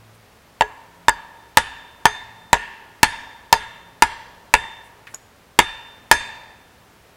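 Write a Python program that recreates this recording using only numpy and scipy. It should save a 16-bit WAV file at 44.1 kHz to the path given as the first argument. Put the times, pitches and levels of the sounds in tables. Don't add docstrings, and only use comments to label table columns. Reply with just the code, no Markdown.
import sys
import numpy as np
from scipy import signal
from scipy.fft import rfft, irfft, next_fast_len
from scipy.io import wavfile
from scipy.ndimage import map_coordinates

SR = 44100
rng = np.random.default_rng(int(sys.argv[2]) if len(sys.argv) > 2 else 0)


def file_out(sig):
    cols = np.atleast_2d(sig).T
    lim = np.clip(cols, -1, 1)
    pcm = np.round(lim * 32767).astype(np.int16)
    wavfile.write(sys.argv[1], SR, pcm)


N = 315756

# start_s, effort_db, bend_db, steel_ring_db, low_ping_db, high_ping_db
BLOWS = [ (0.6092, -9, -16.5, -63.5, -45, -38), (1.0829, -5.5, -28, -41, -24.5, -38),
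         (1.5716, 1, -33, -35.5, -30, -49), (2.0546, -1, -21, -32, -26, -25.5),
         (2.5302, -1.5, -20.5, -63, -35.5, -35), (3.0307, 2.5, -40, -34.5, -42, -51),
         (3.5270, -.5, -19.5, -34.5, -23, -30.5), (4.0224, .5, -35.5, -65, -41, -46),
         (4.539, -1, -24, -31, -33, -46), (5.5896, 1, -24, -26.5, -46, -35),
         (6.1134, 3.5, -34, -29.5, -37.5, -24.5)]
# base_db, db_per_effort_db
BLOW_GAIN = (-3, 0.36)
CRACK_GAIN = (-.3, 0.7)
OVERTONE_GAIN = (1.8, 0.31)
FLANK_GAIN = (-0.89, .6)
THUD_GAIN = (0, 0.55)
REBOUND_GAIN = (-18.5, -0.61)
# freq_hz, density_db
CRACK_SPECTRUM = [(60, -20), (300, -6), (1000, 1.5), (1800, 1), (2800, 1), (5200, -8), (7700, -9.5),
                  (10500, -12), (13000, -21.5), (16000, -37.5)]
FIBRE_SPECTRUM = [(100, -20.5), (500, -10.5), (1000, 9), (2700, 3), (5200, -12.5), (7700, -9.5),
                  (10500, -19.5), (13000, -25.5), (16000, -41.5)]
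SOIL_SPECTRUM = [(20, 0.5), (45, 8.5), (130, -4), (260, -13.5), (600, -30), (2000, -57.5)]
# pitch_hz, level_db, t60_s
KNOCK_MODES = [(629, -12.5, 0.022), (780, -10.5, 0.048), (891.4, -9.5, .075), (925.7, 7.5, 0.036)]
OVERTONE_MODES = [(1432, -18.5, 0.093), (1681, -12, 0.099), (1767.7, 2, 0.026), (2046, -19, 0.057),
                  (2207, -22, 0.033), (2708, -10, 0.027), (2905, -17.5, 0.028), (3573, -9, 0.019),
                  (4500, -15, 0.028), (6030, -24.5, 0.015), (7460, -14, .022)]
FLANK_MODES = [(910, -20.5, 0.063), (2740, -19, 0.06)]
# pitch_hz, t60_s
STEEL_MODES = [(3588, 1.05), (4806, .16), (6348, .22), (9905, .18)]
# start_s, level_db, centre_hz, width_oct, t60_s
TAPS = [(5.07, -35.5, 1890, 0.4, 0.11), (5.14, -35.5, 860, 0.97, 0.061), (5.1453, -19, 6600, 0.22, 0.0066)]
# pitch_hz, level_db, t60_s
TICK_MODES = [(6900, -29, 0.059), (7160, -51, 0.18), (11300, -49, 0.12)]
# peak_s, level_db, width_s
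SLIDES = [(.152, -62, .012), (4.86, -61, 0.033), (5.115, -60, 0.022), (5.362, -62.5, .003)]
# freq_hz, level_db
TRUNK_SPECTRUM = [(80, -9.5), (400, -9), (900, -4.5), (1800, 5.5), (3500, 3), (7000, -0.5), (10000, 7.5),
                  (12500, -8), (15000, -29.5)]
# freq_hz, t60_s
TRUNK_DECAY = [(100, 6.3), (900, 1.39), (1800, 1), (3500, 0.97), (6000, 0.88), (10000, 0.34), (15000, 0.75)]
# freq_hz, density_db
AIR_SPECTRUM = [(20, -25.5), (40, -9.5), (70, -5), (110, -8.5), (170, -12), (280, -16), (400, -11),
                (800, -12), (1100, -14), (1700, -16), (4000, -23.5), (8000, -29.5), (15500, -32.5)]
# pitch_hz, rms_db
HUM_PARTIALS = [(110, -64.5), (172, -68.5), (222, -72.5), (268, -71.5)]


def blow(effort_db, bend_db, shade_db=0, bend_hz=428, bend_t60_s=0.15):
    t = np.arange(SR // 5) / SR
    crack_db = effort_level(CRACK_GAIN, effort_db) + shade_db
    tilt_db_per_oct = 0.58 * effort_db
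    crack = amp(crack_db + 12) * noise(tilted(CRACK_SPECTRUM, tilt_db_per_oct), len(t)) * fade(t, 0.012)
    fibres = amp(crack_db - 12) * noise(tilted(FIBRE_SPECTRUM, tilt_db_per_oct), len(t)) * fade(t, 0.059)
    knock = ring(KNOCK_MODES, t, spread_db=1.67)
    bend = amp(bend_db) * tone(bend_hz, bend_t60_s, t)
    overtones = amp(effort_level(OVERTONE_GAIN, effort_db)) * ring(OVERTONE_MODES, t, spread_db=3.06)
    attack = 1 - np.exp(-t / 0.0003)
    return attack * (crack + fibres + knock + bend + overtones)


def pounding(trunks_db=-23, shade_db=-5, directions=3):
    track, t = np.zeros(N), np.arange(SR // 5) / SR
    for start_s, effort_db, bend_db, *steel_db in BLOWS:
        direct = nearby(blow(effort_db, bend_db))
        flank_gain = amp(effort_level(FLANK_GAIN, effort_db))
        outward = [blow(effort_db, bend_db, shade_db) + flank_gain * ring(FLANK_MODES, t, spread_db=6.5)
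                   for _ in range(directions)]
        echoes = sum(signal.fftconvolve(sound, trunk_response()) for sound in outward)
        echoes *= amp(trunks_db) / np.sqrt(directions)
        thud = amp(effort_level(THUD_GAIN, effort_db)) * soil_thud()
        for part in (direct, steel_ring(start_s, steel_db), thud, echoes):
            add(track, start_s, amp(effort_level(BLOW_GAIN, effort_db)) * part)
    return track


def steel_ring(start_s, levels_db, waver_db=3, waver_hz=9, grip_s=4.79, grip_t60_s=0.53):
    t = np.arange(SR) / SR
    levels_db = [*levels_db, levels_db[-1] - 9]
    modes = sum(amp(db) * tone(hz, t60_s, t) for db, (hz, t60_s) in zip(levels_db, STEEL_MODES))
    held_s = np.maximum(start_s + t - grip_s, 0) * (start_s < grip_s)
    waver = amp(waver_db * np.tanh(t / 0.1) * wobble(waver_hz, len(t)))
    return modes * fade(held_s, grip_t60_s) * waver


def soil_thud(push_db=-15, push_s=0.00043, thud_db=-25, shake_db=-40):
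    t = np.arange(SR // 2) / SR
    push = amp(push_db) * (1 - t / push_s) * np.exp(-t / push_s)
    envelope = amp(thud_db) * fade(t, 0.13) + amp(shake_db) * fade(t, 0.7)
    return push + noise(SOIL_SPECTRUM, len(t)) * envelope


def rebounds(delay_s=0.0113, edge_s=1.0934, edge_db=-5.5):
    track, t = np.zeros(N), np.arange(SR // 10) / SR
    for start_s, effort_db, *_ in BLOWS:
        contact = blow(effort_db=-5.5, bend_db=-30, shade_db=-9)
        add(track, start_s + delay_s, amp(effort_level(REBOUND_GAIN, effort_db)) * contact)
    edge_tick = band(centre_hz=7500, width_oct=0.22, size=len(t)) * fade(t, 0.0061)
    add(track, edge_s, amp(edge_db) * edge_tick)
    return track


def handling(tick_s=5.1455, trunks_db=-22):
    track, t, clock_s = np.zeros(N), np.arange(SR // 2) / SR, np.arange(N) / SR
    for start_s, db, centre_hz, width_oct, t60_s in TAPS:
        add(track, start_s, amp(db) * band(centre_hz, width_oct, len(t)) * fade(t, t60_s))
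    add(track, tick_s, ring(TICK_MODES, t, spread_db=1.5))
    rub = sum(amp(db) * np.exp(-((clock_s - peak_s) / width_s) ** 2) for peak_s, db, width_s in SLIDES)
    track += rub * band(centre_hz=9000, width_oct=0.39, size=N)
    return nearby(track)[:N] + amp(trunks_db) * signal.fftconvolve(track, trunk_response())[:N]


def nearby(sound, ground_s=0.0116, ground_db=-18, scatter_db=-20, scatter_t60_s=0.12):
    t = np.arange(SR // 5) / SR
    scatter = noise([(100, 4.0), (2000, -0.5), (9000, -6), (15000, -14.5)], len(t))
    scatter *= fade(t, scatter_t60_s) * (t > 0.006)
    paths = amp(scatter_db) * scatter / np.linalg.norm(scatter)
    paths[0] += 1
    add(paths, ground_s, amp(ground_db) * np.array([0.2, 0.6, 0.2]))
    return signal.fftconvolve(sound, paths)


def trunk_response(build_s=0.0077, grove_s=0.1, grove_width_s=0.016, grove_db=-6, grove_hz=2500):
    t = np.arange(SR) / SR
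    hz, frame_s, bins = signal.stft(rng.standard_normal(SR), SR, nperseg=256)
    hz = hz[:, None]
    swell = amp(grove_db) * np.exp(-((frame_s - grove_s) / grove_width_s) ** 2)
    swell = swell / (1 + (hz / grove_hz) ** 2)
    bins *= amp(along(TRUNK_SPECTRUM, hz)) * fade(frame_s, along(TRUNK_DECAY, hz)) * (1 + swell)
    tail = signal.istft(bins, SR, nperseg=256)[1][:SR]
    tail *= 1 - np.exp(-(t / build_s) ** 2)
    return tail / np.linalg.norm(tail)


def forest_air(level_db=-52, waver_db=0.26):
    return amp(level_db + waver_db * wobble(2.9)) * noise(AIR_SPECTRUM, N)


def low_hum(waver_db=5.0, drift_hz=0.9):
    track = np.zeros(N)
    for pitch_hz, rms_db in HUM_PARTIALS:
        peak = np.sqrt(2) * amp(rms_db + waver_db * wobble(4.1))
        cycles = np.cumsum(pitch_hz + drift_hz * wobble(2.7)) / SR
        track += peak * np.sin(2 * np.pi * cycles)
    return track


def amp(db):
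    return 10 ** (np.asarray(db) / 20)


def effort_level(rule, effort_db):
    base_db, slope = rule
    return base_db + slope * effort_db


def along(points, hz):
    freqs_hz, values = np.transpose(points)
    return np.interp(np.log(hz + 1), np.log(freqs_hz + 1), values)


def tilted(spectrum, db_per_oct):
    return [(hz, db + db_per_oct * np.log2(np.clip(hz, 700, 7000) / 2000)) for hz, db in spectrum]


def filtered(x, response):
    size = next_fast_len(len(x) + 8192)
    return irfft(rfft(x, size) * response(np.fft.rfftfreq(size, 1 / SR)), size)[:len(x)]


def unit_noise(response, size):
    x = filtered(rng.standard_normal(size), response)
    return x / np.sqrt(np.mean(x ** 2) + 1e-20)


def noise(spectrum, size):
    return unit_noise(lambda hz: amp(along(spectrum, hz)), size)


def band(centre_hz, width_oct, size):
    return unit_noise(lambda hz: 1 / (1 + (np.log2((hz + 1) / centre_hz) / width_oct) ** 2), size)


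def wobble(rate_hz, size=N):
    knots = rng.standard_normal(int(size * rate_hz / SR) + 4)
    return map_coordinates(knots, [np.arange(size) * rate_hz / SR])


def fade(t, t60_s):
    return np.exp(-np.log(1000) * t / t60_s)


def tone(hz, t60_s, t):
    return np.sin(2 * np.pi * hz * t) * fade(t, t60_s)


def ring(modes, t, spread_db):
    return sum(amp(db + spread_db * rng.standard_normal()) * tone(hz, t60_s, t) for hz, db, t60_s in modes)


def add(track, start_s, sound):
    part = track[round(start_s * SR):][:len(sound)]
    part += sound[:len(part)]


def scene():
    return (pounding() + rebounds() + handling() + forest_air() + low_hum())[None]


def record(dry):
    cutoff_hz = 15950
    clipped = np.clip(dry[0], -1, 1)
    return filtered(clipped, lambda hz: 1 / np.sqrt(1 + (hz / cutoff_hz) ** 120))[None]


dry = scene()
out = record(dry)
file_out(out)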